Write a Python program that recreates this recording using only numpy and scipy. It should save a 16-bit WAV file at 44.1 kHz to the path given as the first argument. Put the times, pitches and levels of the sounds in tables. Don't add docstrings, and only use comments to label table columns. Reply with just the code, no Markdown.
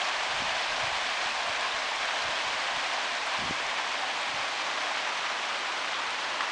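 import sys
import numpy as np
from scipy import signal
from scipy.fft import rfft, irfft, next_fast_len
from scipy.io import wavfile
from scipy.ndimage import uniform_filter1d, map_coordinates

SR = 44100
rng = np.random.default_rng(int(sys.argv[2]) if len(sys.argv) > 2 else 0)


def file_out(sig):
    cols = np.atleast_2d(sig).T
    lim = np.clip(cols, -1, 1)
    pcm = np.round(lim * 32767).astype(np.int16)
    wavfile.write(sys.argv[1], SR, pcm)


def nominal_scale(level):
    x = np.asarray(level, float) / 20
    return 10 ** x


N = 287091


def unit(x):
    return x / np.sqrt(np.mean(x ** 2) + 1e-20)


def curve(rows):
    time_s, value = np.transpose(rows)
    return np.interp(np.arange(N) / SR, time_s, value)


def wobble(knots_per_s):
    knots = rng.standard_normal(int(N * knots_per_s / SR) + 4)
    return map_coordinates(knots, [np.arange(N) * knots_per_s / SR])


def coloured(x, points):
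    size = next_fast_len(N + 8192)
    freq_hz, level_db = np.transpose(points)
    log_f = np.log(np.fft.rfftfreq(size, 1 / SR) + 1)
    gain = nominal_scale(np.interp(log_f, np.log(freq_hz + 1), level_db))
    return irfft(rfft(x, size) * gain, size)[:N]


def patchy(depth_db):
    z = signal.stft(rng.standard_normal(N), nperseg=256)[2]
    field = rng.standard_normal(z.shape)
    field = uniform_filter1d(field, size=5, axis=0)
    field = uniform_filter1d(field, size=8, axis=1)
    return unit(signal.istft(z * nominal_scale(depth_db * unit(field)), nperseg=256)[1][:N])


def bubbles(start, gain, pitch_hz, cycles, size):
    t = np.arange(size) / SR
    age = t * (pitch_hz / cycles)[:, None]
    phase = 2 * np.pi * pitch_hz[:, None] * t * (1 + .1 * age)
    onset = 1 - np.exp(-age / .06)
    ring = gain[:, None] * np.sin(phase) * nominal_scale(-26 * age) * onset
    where = (start * SR).astype(int)[:, None] + np.arange(size)
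    return np.bincount(where.ravel(), ring.ravel(), N + size)[:N]


def swarm(count, low_hz, high_hz, cycles, spread_db, size):
    when, pitch, luck = rng.random((count, 3)).T
    pitch_hz = low_hz + (high_hz - low_hz) * pitch
    gain = np.sqrt(pitch_hz) * nominal_scale(-spread_db * np.log(1.004 - luck))
    return unit(bubbles(when * N / SR, gain, pitch_hz, np.full(count, cycles), size))


# time_s, facing (0 riffle - 1 pool)
TURN = [
    (0, 0.12),
    (1, 0.056),
    (2.4, 0.28),
    (3.4, 0.21),
    (3.8, 0.57),
    (5.2, 0.64),
    (5.8, 1),
    (6.51, 0.93),
]


def facing_pool():
    return curve(TURN)


# freq_hz, width_hz, riffle_db, pool_db
HOLLOWS = [(350, 230, -1.5, 2.3), (700, 220, 1.5, -2.5), (1060, 160, 1.3, 1.5), (1350, 250, -3, 0),
           (1615, 110, 2.3, -.5), (2420, 460, 1.5, 1.4), (2740, 150, -1.5, -0.5), (3200, 340, 1, 0)]


def hollowed(x):
    size = next_fast_len(N + 8192)
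    f = np.fft.rfftfreq(size, 1 / SR)
    freq_hz, width_hz, *views_db = np.transpose(HOLLOWS)[:, :, None]
    bump = 1 / (1 + ((f - freq_hz) / (width_hz / 2)) ** 2)
    spectrum = rfft(x, size)
    riffle, pool = (irfft(spectrum * nominal_scale((db * bump).sum(axis=0)), size)[:N] for db in views_db)
    turn = np.clip(facing_pool(), 0, 1)
    return (1 - turn) * riffle + turn * pool


# time_s, level_db
FLOW = [(0, -30), (.8, -30), (1.6, -30.5), (2.4, -30), (3.3, -31), (4.9, -30.5), (5.3, -31), (6.51, -31.5)]
# freq_hz, level_db (per Hz)
WATER = [(70, -44), (150, -24), (290, -12), (350, -14), (480, -10), (625, -2), (760, -0.26), (1050, -0.5),
         (2200, -3), (3300, -5.5), (4500, -10), (6300, -16.5), (8400, -25.5), (9500, -32.5)]
SPRAY_AWAY_DB = -1.46


def creek():
    water_db = curve(FLOW)
    spray_db = SPRAY_AWAY_DB * facing_pool()
    surge = 0.072 * wobble(6) + 0.34 * wobble(60) + 0.23 * wobble(300)
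    gurgle = swarm(count=6000, low_hz=547, high_hz=3533, cycles=10.8, spread_db=1.5, size=800)
    fizz = swarm(count=7000, low_hz=2494, high_hz=10360, cycles=14.7, spread_db=3, size=200)
    crackle = swarm(count=1500, low_hz=5100, high_hz=10400, cycles=1.6, spread_db=2.5, size=30)
    body = unit(patchy(depth_db=0.34) + nominal_scale(-18.0) * gurgle)
    spray = unit(patchy(depth_db=0.07) + nominal_scale(-10.5) * fizz + nominal_scale(-16.5) * crackle)
    low = signal.butter(1, 2500, "low", fs=SR)
    high = signal.butter(1, 2500, "high", fs=SR)
    treble = nominal_scale(spray_db + 0.35 * surge) * signal.lfilter(*high, spray)
    mix = signal.lfilter(*low, body) + treble
    return nominal_scale(water_db - 0.27 + 1.08 * surge) * unit(hollowed(coloured(mix, WATER)))


# freq_hz, level_db (per Hz)
DRONE = [(60, -60), (90, -6), (107, -1), (125, -5), (170, -60)]


def distant_drone():
    return nominal_scale(-72) * unit(coloured(rng.standard_normal(N), DRONE))


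# start_s, hold_s, level_db
GUSTS = [(.15, .03, -64), (0.312, 0.24, -52.5), (0.698, .04, -49), (.82, 0.15, -56), (1.03, .04, -59),
         (1.24, 0.089, -59), (1.38, .04, -68), (1.47, .04, -50), (1.6, .03, -64), (1.738, .04, -62),
         (1.85, .2, -67), (2.24, 0.078, -56), (2.45, .05, -58), (2.55, .04, -63), (2.76, .02, -56),
         (3.404, 0.11, -43.5), (3.65, .06, -60), (4.03, .02, -64), (4.29, .14, -59), (6.12, .03, -59),
         (6.25, .05, -64)]
# time_s, peak_db, pitch_hz
PUFFS = [(.342, -45, 110), (.405, -40, 120), (.423, -33.5, 237), (0.838, -41, 140), (0.847, -39, 120),
         (0.879, -43, 130), (.924, -47, 70), (1.26, -49, 80), (1.491, -51, 110), (1.75, -52, 60),
         (2.258, -46, 100), (2.292, -42, 120), (2.47, -48, 120), (2.55, -54, 80), (2.771, -46, 120),
         (3.392, -37, 220), (3.424, -33, 231), (3.44, -36, 300), (3.453, -40, 300), (3.461, -34, 250),
         (3.498, -39, 200), (3.51, -25.5, 270), (4.299, -52, 70), (4.345, -41, 150), (4.404, -46, 150)]
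# freq_hz, level_db (per Hz)
RUMBLE = [(40, -28.5), (70, 2), (100, -4.5), (160, -3.5), (300, -9), (500, -40)]
# freq_hz, level_db (per Hz)
DEEP = [(8, -17), (25, 0.5), (55, -0.5), (80, -11.5), (120, -41)]
GUST_RISE_DB_PER_S, GUST_FALL_DB_PER_S = 400, 300
CALM_DB, DEEP_CALM_DB = -71.5, -71
DEEP_DB, DEEP_GROWS = -61, .3
SHELTER_DB = -11.5


def breeze():
    rumble = unit(nominal_scale(2.7 * wobble(30)) * coloured(rng.standard_normal(N), RUMBLE))
    deep = unit(nominal_scale(2.5 * wobble(20)) * coloured(rng.standard_normal(N), DEEP))
    t = np.arange(N) / SR
    start, hold, gust_db = np.transpose(GUSTS)[:, :, None]
    rise_db = -GUST_RISE_DB_PER_S * np.maximum(start - t, 0)
    fall_db = -GUST_FALL_DB_PER_S * np.maximum(t - start - hold, 0)
    shape_db = rise_db + fall_db
    shelter_db = SHELTER_DB * facing_pool()
    flutter = nominal_scale(CALM_DB) + nominal_scale((gust_db + shape_db).max(axis=0))
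    deep_gust_db = DEEP_DB + DEEP_GROWS * (gust_db + 51)
    swell = nominal_scale(DEEP_CALM_DB) + nominal_scale((deep_gust_db + shape_db).max(axis=0))
    out = nominal_scale(-5.5) * flutter * rumble + nominal_scale(shelter_db) * swell * deep
    for time_s, peak_db, pitch_hz in PUFFS:
        near = slice(max(int((time_s - .04) * SR), 0), int((time_s + .04) * SR))
        u = 2 * np.pi * pitch_hz * (t[near] - time_s)
        out[near] += nominal_scale(peak_db) * (np.cos(u) + 0.37 * np.sin(u)) * np.exp(-u ** 2 / 12)
    return out


FAINT_DROPS = [.174, .45, .663, .688, 1.006, 1.542, 1.678, 2.408, 2.752, 3.917, 3.987, 3.998, 4.185]
FAINT_DROP_DB, FAINT_DROP_HZ, FAINT_DROP_CYCLES = -41, 8500, 3
# start_s, peak_db, pitch_hz, life_cycles
DROPS = [(1.612, -36, 8000, 6), (1.005, -25, 2900, 4), (1.713, -27, 3400, 20), (2.2215, -24, 4100, 9),
         (2.547, -22, 1500, 2), (2.9665, -26, 4000, 12), (3.2652, -27, 8600, 3), (3.339, -33, 7200, 4),
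         (3.339, -27, 3900, 5), (3.667, -28, 5200, 6), (4.298, -34, 8800, 3), (5.9435, -21, 3300, 4),
         (6.1068, -25, 6500, 1.5), (6.155, -25, 2600, 5), (6.4072, -14, 1500, 3.5), (6.408, -24, 4300, 5),
         (6.4087, -22, 1100, 3), (6.4103, -23, 2000, 6), (6.4105, -22, 2800, 7), (6.416, -25, 1700, 6)]


def drops():
    faint_drops = [(start_s, FAINT_DROP_DB, FAINT_DROP_HZ, FAINT_DROP_CYCLES) for start_s in FAINT_DROPS]
    start_s, peak_db, pitch_hz, cycles = np.transpose(list(DROPS) + faint_drops)
    bursts = bubbles(start_s, nominal_scale(peak_db + 4), pitch_hz, cycles, size=300)
    return coloured(bursts, [(300, -40), (800, 0)])


# start_s, length_s, pitch_hz, level_db
POCKETS = [(1.05, .15, 1650, -36), (1.48, .16, 1620, -34), (1.62, .05, 1020, -35), (1.9, .08, 950, -36),
           (2.05, .2, 1620, -33), (2.45, .15, 1000, -36), (3.05, .15, 1650, -37), (4, .06, 800, -36),
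           (5.2, .12, 1400, -36), (5.93, .04, 3400, -36), (6.3, .15, 1050, -36), (1.71, .02, 3500, -37),
           (1.85, .015, 2600, -37)]


def pockets():
    start_s, length_s, pitch_hz, level_db = np.repeat(POCKETS, 12, axis=0).T
    when, pitch, luck = rng.random((len(start_s), 3)).T
    gain = nominal_scale(level_db + 6 * luck)
    cycles = np.full(len(start_s), 22)
    return bubbles(start_s + length_s * when, gain, pitch_hz * (.9 + .14 * pitch), cycles, size=1500)


def scene():
    return (creek() + distant_drone() + breeze() + drops() + pockets())[None]


# freq_hz, level_db
ANTI_ALIAS = [(9500, 0), (9800, -3), (10030, -5), (10300, -9), (10550, -15), (10700, -20), (10820, -27),
              (10950, -50), (11000, -120)]
# freq_hz, level_db
SMOOTHING = [(9800, 0), (10340, -1.2), (10720, -3.5), (11025, -6), (11330, -9), (11710, -15),
             (11970, -21.5), (12230, -29), (12600, -50)]


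def half_rate(x):
    every_other = 1 + (-1) ** np.arange(N)
    kept = coloured(x, ANTI_ALIAS) * every_other
    return coloured(kept, SMOOTHING)


def roll_off(x):
    return signal.sosfilt(signal.butter(12, 12400, fs=SR, output="sos"), x)


def record(dry):
    mix = half_rate(dry[0])[None]
    return roll_off(mix)


dry = scene()
out = record(dry)
file_out(out)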